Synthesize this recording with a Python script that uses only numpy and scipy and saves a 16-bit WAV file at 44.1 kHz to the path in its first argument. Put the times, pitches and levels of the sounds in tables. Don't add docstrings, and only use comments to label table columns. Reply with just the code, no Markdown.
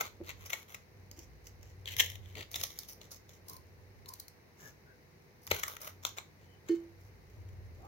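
import sys
import numpy as np
from scipy import signal
from scipy.fft import rfft, irfft
from scipy.io import wavfile
from scipy.ndimage import uniform_filter1d

SR = 44100
rng = np.random.default_rng(int(sys.argv[2]) if len(sys.argv) > 2 else 0)


def file_out(sig):
    cols = np.atleast_2d(sig).T
    lim = np.clip(cols, -1, 1)
    pcm = np.round(lim * 32767).astype(np.int16)
    wavfile.write(sys.argv[1], SR, pcm)


N = 347067
TIME_S = np.arange(N) / SR

# freq_hz, gain_db
ROOM_SPECTRUM = [(76, -30.5), (130, -3), (295, -15), (407, -9.5), (449, -16), (487, -9), (538, -19),
                 (870, -20), (1350, -27), (2060, -20), (3390, -37.5), (3980, -30.5), (6300, -33),
                 (7540, -45), (15500, -36)]
# time_s, level_db
SWAY_ENVELOPE = [(0.0, -68), (0.44, -64), (0.59, -78), (1.31, -59.5), (3.7, -72), (3.99, -68),
                 (4.56, -81.5), (4.62, -68), (5.41, -78.5), (5.52, -60), (5.74, -72.5), (6.64, -72),
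                 (7.56, -58), (7.87, -61)]
# time_s, level_db
HUM_ENVELOPE = [(0.0, -55), (0.08, -64), (0.46, -54.5), (0.5, -67), (0.94, -67.5), (0.96, -57),
                (1.38, -63.5), (2.01, -49.5), (2.41, -53), (2.5, -65), (2.58, -53), (2.74, -68), (3.9, -59),
                (4.4, -69.5), (5.44, -69.5), (5.52, -48.5), (5.61, -62.5), (5.85, -69), (5.92, -57.5),
                (6.33, -69), (6.44, -60.5), (6.75, -68), (7.08, -55.5), (7.23, -68), (7.41, -49.5),
                (7.67, -50.5), (7.87, -59)]
# centre_s, length_s, level_db
GRIP_SHIFTS = [(0.017, .1, -56.5), (0.2, .14, -64), (1.18, 0.058, -61), (2.03, .08, -56),
               (2.39, 0.062, -48), (2.602, .1, -56), (3.003, 0.17, -60.5), (3.498, .08, -58),
               (4.65, 0.091, -58), (6.818, 0.16, -61.5), (7.86, 0.17, -56.5)]
# freq_hz, gain_db
FLESH_SPECTRUM = [(300, -5), (600, -3), (790, -9.5), (1100, -4), (1650, 1.5), (2100, 3), (2600, -6.5),
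                  (3150, -5), (4000, -3), (4800, 0.5), (6000, 4.5), (7200, 2.5), (8300, -8), (12000, -5.5)]
# low_hz, high_hz
FLESH_BANDS = [(480, 1700), (1700, 4400), (4400, 8300), (8300, 18000)]
# start_s, pitch_hz, body_re_crack_db, fizz_re_crack_db
HOLLOWS = [(0, 1130, 0, 0.5), (0.2, 2100, -2, 0.5), (1.0, 2910, -8, 5), (1.8, 3150, -11, 1),
           (2.3, 2750, -4, 0), (2.5, 3800, -8.5, 2), (2.98, 3950, -5.5, 3.5), (3.4, 4100, -7, 0.5),
           (4.5, 2200, -1, 3.5), (5.3, 1930, -1.5, 0.5), (5.615, 1370, -0.5, 0), (5.99, 3650, -3, 4),
           (6.13, 2145, 1, 2)]
# start_s, end_s, level_db, brightness_db
STROKES = [(0, .09, -49.5, -8.5), (0.233, 0.267, -60, -7), (0.266, 0.321, -51, -10.5),
           (.37, .49, -57.5, -6), (0.491, .64, -53, -3.5), (.68, 0.758, -56.5, -3),
           (1.16, 1.249, -65.5, -1), (1.44, 1.501, -70, 3), (1.62, 1.74, -71.5, -4),
           (1.864, 1.95, -48.5, -7.5), (1.975, 2.05, -43.5, 0), (2.049, 2.169, -54.5, -3),
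           (2.22, 2.349, -63.5, -6.5), (2.35, 2.439, -48, -11), (2.509, 2.549, -58.5, 4),
           (2.54, 2.679, -48, -1), (2.68, 2.871, -59, 0), (2.875, 2.939, -58.5, 6), (3, 3.072, -65, -3),
           (3.1, 3.179, -61, 1.5), (3.28, 3.38, -66, -2), (3.459, 3.578, -64.5, 4), (4.075, 4.241, -67, -1),
           (4.572, 4.72, -61, -1), (5.411, 5.47, -73.5, 7.5), (5.5, 5.62, -44.5, -4.5),
           (5.619, 5.76, -51, -1), (5.799, 5.91, -50.5, -1), (6.025, 6.101, -53.5, -2.5),
           (6.165, 6.198, -51, -7.5), (6.39, 6.451, -69.5, -12), (6.659, 6.779, -61, -8.5),
           (6.979, 7.099, -77, 3)]
# start_s, level_db, brightness_db, tear_s
SHARP_SNAPS = [(0.0085, -29.5, -7.5, 0.0055), (0.264, -58, -3, .0023), (0.291, -42, -9, 0.0037),
               (0.299, -45.5, -15, .0004), (0.304, -43, -14, 0.0014), (0.458, -47, -2.5, 0.0097),
               (0.501, -39, -5.5, 0.0057), (0.531, -30, -12, 0.0053), (0.538, -44, -9, 0.0031),
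               (0.7443, -41.5, -8.5, 0.0047), (1.1135, -57, 2.5, .0006), (1.191, -58.5, -0.5, .0019),
               (1.469, -57, 0, 0.0022), (1.629, -63.5, -1.5, .0036), (1.857, -46, -11, .001),
               (1.8754, -41, -13, 0.0038), (1.887, -46, -10, .0056), (1.919, -47.5, -3.5, .0027),
               (1.935, -47, -7, .004), (1.9663, -40, -3, .0005), (1.985, -35, -3, .0065),
               (1.996, -28, -10.5, .0011), (2.0, -23.5, -6.5, 0.00076), (2.0041, -24, -7, 0.0022),
               (2.06, -43, -5, 0.0028), (2.1, -47, -1.5, 0.00092), (2.155, -51, -7, .0018),
               (2.354, -47, -14, 0.0012), (2.408, -45, -12, 0.0039), (2.428, -50, -16, 0.0011),
               (2.515, -55, 4, 0.0004), (2.5424, -39, -11, 0.0014), (2.557, -35.5, -3.5, 0.0046),
               (2.6119, -41, -1, .002), (2.635, -34.5, 1, 0.0035), (2.703, -51, -4, 0.0024),
               (2.789, -53, 12, .0005), (2.833, -55, 0, 0.00078), (2.887, -55.5, 4.5, 0.0035),
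               (3.014, -52, -10, 0.0037), (3.114, -53.5, 5, 0.01), (3.2928, -59.5, -3, 0.0013),
               (3.484, -58, 8, .0016), (3.496, -62, 14, 0.0035), (3.5321, -64, 9.5, .0023),
               (3.566, -62, 6, .001), (4.059, -54, -7, 0.00044), (4.087, -60.5, 13.5, 0.0037),
               (4.1368, -60.5, 12.5, .002), (4.1988, -61.5, 15.5, 0.0024), (4.282, -59, 6, .0004),
               (5.468, -57.5, 7.5, .0004), (5.475, -46, -5, 0.00098), (5.503, -55, 3, .0006),
               (5.5134, -24, -11.5, 0.0035), (5.546, -41, -4, 0.0059), (5.594, -45.5, -1, .0025),
               (5.634, -30, -8, 0.0025), (5.6799, -41.5, -0.5, 0.0022), (5.7665, -45.5, -5.5, 0.0015),
               (5.816, -52, 5, .004), (5.874, -44.5, -2, 0.0023), (6.0507, -31.5, -7, 0.00028),
               (6.066, -46.5, -1, .0025), (6.173, -48, -7, .004), (6.1842, -37.5, -15, .0006),
               (6.6867, -45.5, -12, 0.0055)]
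# start_s, level_db, pitch_hz, pot_re_knock_db
DULL_KNOCKS = [(0.2043, -37.5, 325, -7.5), (0.2134, -33.5, 358, -13.5), (1.113, -53, 256, -7),
               (1.185, -44, 345, -26), (2.003, -50, 484, -2.5), (5.514, -27, 420, -8)]
# freq_hz, level_db, t60_s
POT_MODES = [(87, -7, 0.22), (141.6, -8, .1), (204.3, -17, 0.16), (299, -9, 0.035), (479, -3, .16),
             (594, -8, 0.13)]
# centre_s, length_s, pitch_hz, level_db
SQUEAK_TONES = [(3.53, .08, 1053, -60.5), (4.101, 0.063, 1020, -60.5), (4.65, .08, 1693, -64),
                (4.9, 0.066, 1497, -65), (6.52, 0.1, 2970, -76), (7.86, 0.081, 777, -59),
                (7.86, 0.078, 1190, -61)]
# freq_hz, level_db, t60_s
BLADE_MODES = [(336.8, -3, 0.44), (355, -13, 0.13), (420, -13.5, 0.14), (1820, -39, 0.22),
               (2140, -41.5, 0.33), (3034, -41, 0.3), (4380, -42.5, 0.25), (4420, -42.5, 0.21),
               (5000, -47, 0.27)]
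# low_hz, high_hz, level_db, t60_s
ECHO_BANDS = [(99.2, 630, -21, .28), (833, 2140, -15, 0.2), (2555, 7000, -10, 0.25), (7420, 9900, -12, .16),
              (11000, 15400, -12.5, .24)]
# freq_hz, left_re_right_db
PORT_BALANCE_DB = [(100, -0.5), (220, 2), (340, -4.5), (500, 1), (1500, -0.5), (2600, 5.5), (3800, 1.5),
                   (4500, -2.5), (6400, -6), (8200, 8), (10200, 8), (11400, 2.5), (14500, -1.5),
                   (16000, -2.5)]


def from_db(db):
    return 10 ** (np.asarray(db) / 20)


def unit_rms(x):
    return x / np.sqrt(np.mean(x ** 2) + 1e-20)


def envelope_db(points):
    return np.interp(TIME_S, *np.transpose(points))


def add(out, start_s, x):
    i = max(round(start_s * SR), 0)
    out[..., i:i + x.shape[-1]] += x[..., :N - i]


def band(x, low_hz, high_hz):
    sos = signal.butter(2, [low_hz, min(high_hz, SR * .45)], "band", fs=SR, output="sos")
    return signal.sosfilt(sos, x + 1e-18)


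def resonance(x, hz, width_hz):
    r = np.exp(-np.pi * width_hz / SR)
    feedback = [1, -2 * r * np.cos(2 * np.pi * hz / SR), r * r]
    return signal.lfilter(np.array([1, 0, -1]) * (1 - r * r) / 2, feedback, x + 1e-18)


def colour(x, points, size=2048):
    hz, db = np.transpose(points)
    curve_db = np.interp(np.log(np.arange(size // 2 + 1) * SR / size + 1), np.log(hz), db)
    cepstrum = irfft(np.log(from_db(curve_db)))[:size // 2]
    cepstrum[1:] *= 2
    response = irfft(np.exp(rfft(cepstrum, size)))[:size // 2]
    response = response.reshape((1,) * (x.ndim - 1) + (-1,))
    return signal.fftconvolve(x, response, axes=-1)[..., :x.shape[-1]]


def stereo_noise(side_gain):
    mid, side = rng.standard_normal((2, N))
    return mid + side_gain * side * [[1], [-1]]


def ring(hz, t60_s):
    t = TIME_S[:SR]
    return np.sin(2 * np.pi * hz * t) * from_db(-60 * t / t60_s)


def pan(x, left_db):
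    return x * from_db([[left_db / 2], [-left_db / 2]])


def to_ports(x, scatter_db, scatter_t60_s, size=1024):
    t = TIME_S[:size]
    lag_s = .0003 * rng.uniform(.8, 1.25)
    scatter = rng.standard_normal((2, size)) * from_db(-60 * t / scatter_t60_s) * (t > lag_s)
    paths = from_db(scatter_db) * unit_rms(scatter) / np.sqrt(size)
    paths[0, 0] += 1
    paths[1, round(lag_s * SR)] += 1
    return signal.fftconvolve(x[None], paths, axes=-1)[:, :len(x)]


def bursts(per_s, spread_db, size):
    chance, strength, sign = rng.random((3, size))
    level_db = spread_db * np.minimum(-np.log(1 - strength), 4)
    return (chance < per_s / SR) * from_db(level_db) * np.sign(sign - .5)


def voicing(time_s, level_db, bright_db):
    _, hollow_hz, body_db, fizz_db = HOLLOWS[sum(time_s >= row[0] for row in HOLLOWS[1:])]
    offsets_db = np.array([body_db + .23 * bright_db, 0, fizz_db + .58 * bright_db, bright_db])
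    return level_db + offsets_db, hollow_hz


def flesh(clicks, levels_db, hollow_hz, hollow_db, hollow_width_hz, spots=3):
    spot = rng.integers(0, spots, len(clicks))
    x = sum(to_ports(clicks * (spot == k), scatter_db=-2, scatter_t60_s=.018) for k in range(spots))
    x = colour(x, FLESH_SPECTRUM)
    x = x + from_db(hollow_db) * resonance(x, hollow_hz, hollow_width_hz)
    return sum(from_db(db) * unit_rms(band(x, *edges)) for edges, db in zip(FLESH_BANDS, levels_db))


def room_tone(level_db):
    mid, side = rng.standard_normal((2, N))
    diffuse = mid + colour(side, [(150, -9.5), (450, -4.5), (1000, 1)]) * [[1], [-1]]
    return from_db(level_db) * unit_rms(band(colour(diffuse, ROOM_SPECTRUM), 89.7, 18800))


def hand_motion_db(holding_db, hum_share):
    hum_db = envelope_db(HUM_ENVELOPE)
    holding = from_db(holding_db + hum_share * (hum_db - hum_db.mean()))
    shifts = sum(from_db(db) * np.exp(-np.minimum((2 * (TIME_S - centre_s) / length_s) ** 2, 20))
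                 for centre_s, length_s, db in GRIP_SHIFTS)
    return 20 * np.log10(np.hypot(holding, shifts))


def rumble(hz, width_hz):
    x = resonance(resonance(stereo_noise(side_gain=.25), hz, width_hz), hz, width_hz)
    power = uniform_filter1d(np.mean(x ** 2, axis=0), 3000)
    return x / np.sqrt(power + 1e-20)


def handling(motion_db, sway_gain_db, hum_gain_db, rustle_gain_db):
    rub = band(stereo_noise(side_gain=.354), 94, 590)
    rub = unit_rms(colour(rub, [(140, 2), (240, -5), (450, 0), (700, -5)]))
    sway = from_db(envelope_db(SWAY_ENVELOPE) + sway_gain_db) * rumble(hz=56.8, width_hz=20)
    hum = from_db(envelope_db(HUM_ENVELOPE) + hum_gain_db) * rumble(hz=92.8, width_hz=16)
    return sway + hum + from_db(motion_db + rustle_gain_db) * rub


def finger_ticks(motion_db, gain_db):
    clicks = bursts(per_s=43, spread_db=2.5, size=N)
    ticks = flesh(clicks, (-2.5, 1.5, 1.5, -2), hollow_hz=2200, hollow_db=-1.5, hollow_width_hz=660)
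    return from_db(np.minimum(motion_db, -61) + gain_db) * ticks


def strokes(arch_exponent, tail_samples=1024):
    out = np.zeros((2, N))
    for start_s, end_s, db, bright_db in STROKES:
        levels_db, hollow_hz = voicing(start_s, db, bright_db)
        arch = np.hanning(round((end_s - start_s) * SR)) ** arch_exponent
        pressure = np.pad(arch, (0, tail_samples))
        clicks = bursts(per_s=1500, spread_db=5, size=len(pressure)) * pressure
        add(out, start_s, flesh(clicks, levels_db, hollow_hz, hollow_db=-3, hollow_width_hz=657))
    return out


def snaps(click_s, lead_db, crumble_db, crumble_s, gain_db, size=2560):
    out, onset = np.zeros((2, N)), size // 8
    t = TIME_S[:size] - TIME_S[onset]
    gain = from_db(gain_db) * np.sqrt(.01 * SR / size)
    for start_s, db, bright_db, tear_s in SHARP_SNAPS:
        levels_db, hollow_hz = voicing(start_s, db, bright_db)
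        tear_s = max(tear_s, 3e-4)
        lead = from_db(lead_db) * np.exp(-abs(t) / tear_s)
        opening = np.exp(-(t / (1.37 * tear_s)) ** 2)
        crumble = from_db(crumble_db) * np.exp(-abs(t) / crumble_s)
        force = np.where(t < 0, lead, opening + crumble)
        tear = unit_rms(bursts(per_s=6000, spread_db=3, size=size) * force) / np.sqrt(size)
        tear[onset] = np.sqrt(click_s / tear_s)
        snap = flesh(tear, levels_db, hollow_hz, hollow_db=7.5, hollow_width_hz=710)
        add(out, start_s - TIME_S[onset], gain * snap)
    return out


def knocks(knock_t60_s):
    out = np.zeros((2, N))
    pot = sum(from_db(db) * ring(hz, t60_s) * (-1) ** k for k, (hz, db, t60_s) in enumerate(POT_MODES))
    for start_s, db, hz, pot_db in DULL_KNOCKS:
        add(out, start_s, from_db(db) * (ring(hz, knock_t60_s) + from_db(pot_db) * pot))
    return out


def squeaks(width_hz):
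    out, t = np.zeros(N), TIME_S[:SR // 2] - TIME_S[SR // 4]
    for centre_s, length_s, hz, db in SQUEAK_TONES:
        tone = resonance(resonance(rng.standard_normal(len(t)), hz, width_hz), hz, width_hz)
        swell = np.exp(-(2 * t / length_s) ** 2)
        add(out, centre_s + t[0], from_db(db) * unit_rms(tone) * swell)
    return to_ports(out, scatter_db=-.5, scatter_t60_s=.013)


def blade_twang(start_s, gain_db, swell_s, grip_at_s, grip_ramp_s, grip_db):
    out, t = np.zeros((2, N)), TIME_S[:SR]
    grip = np.clip((t + start_s - grip_at_s) / grip_ramp_s, 0, 1)
    bending = (1 - np.exp(-t / swell_s)) * from_db(grip_db * grip)
    for hz, db, t60_s in BLADE_MODES:
        add(out, start_s, from_db(gain_db + db) * ring(hz, t60_s) * (bending if hz < 1000 else 1))
    return out


def kitchen_echoes(x, wet_db, build_s):
    t = TIME_S[:SR // 2]
    build = 1 - np.exp(-t / build_s)
    tail = np.zeros((2, len(t)))
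    for low_hz, high_hz, db, t60_s in ECHO_BANDS:
        noise = band(rng.standard_normal(tail.shape), low_hz, high_hz)
        tail += from_db(db) * unit_rms(noise * from_db(-60 * t / t60_s) * build)
    return from_db(wet_db) * signal.fftconvolve(x, tail / np.sqrt(len(t)), axes=-1)[:, :N]


def scene():
    motion_db = hand_motion_db(holding_db=-68.5, hum_share=.4)
    snapping = snaps(click_s=.00027, lead_db=-7, crumble_db=-17.5, crumble_s=.0068, gain_db=3.5)
    cutting = strokes(arch_exponent=.23) + knocks(knock_t60_s=.044) + squeaks(width_hz=145)
    cutting += finger_ticks(motion_db, gain_db=-13.5)
    twang = blade_twang(start_s=6.694, gain_db=-15.5, swell_s=.009,
                        grip_at_s=6.744, grip_ramp_s=.008, grip_db=-8)
    direct = pan(snapping, left_db=1.46) + pan(cutting, left_db=1) + twang
    echoes = kitchen_echoes(snapping, wet_db=-5, build_s=.005)
    echoes += kitchen_echoes(cutting, wet_db=-3, build_s=.005)
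    echoes += kitchen_echoes(twang, wet_db=-19.5, build_s=.012)
    hands = handling(motion_db, sway_gain_db=2, hum_gain_db=1.5, rustle_gain_db=-1.5)
    return direct + pan(echoes, left_db=-2) + hands + room_tone(level_db=-62)


def record(dry):
    hz, db = np.transpose(PORT_BALANCE_DB)
    shares_db = [10 * np.log10(2 / (1 + from_db(-2 * sign * db))) for sign in (1, -1)]
    ports = [colour(x, np.transpose([hz, share_db])) for x, share_db in zip(dry, shares_db)]
    ports = signal.sosfilt(signal.butter(2, 36, "high", fs=SR, output="sos"), ports)
    return signal.sosfilt(signal.ellip(10, .2, 70, 15900, fs=SR, output="sos"), ports)


dry = scene()
out = record(dry)
file_out(out)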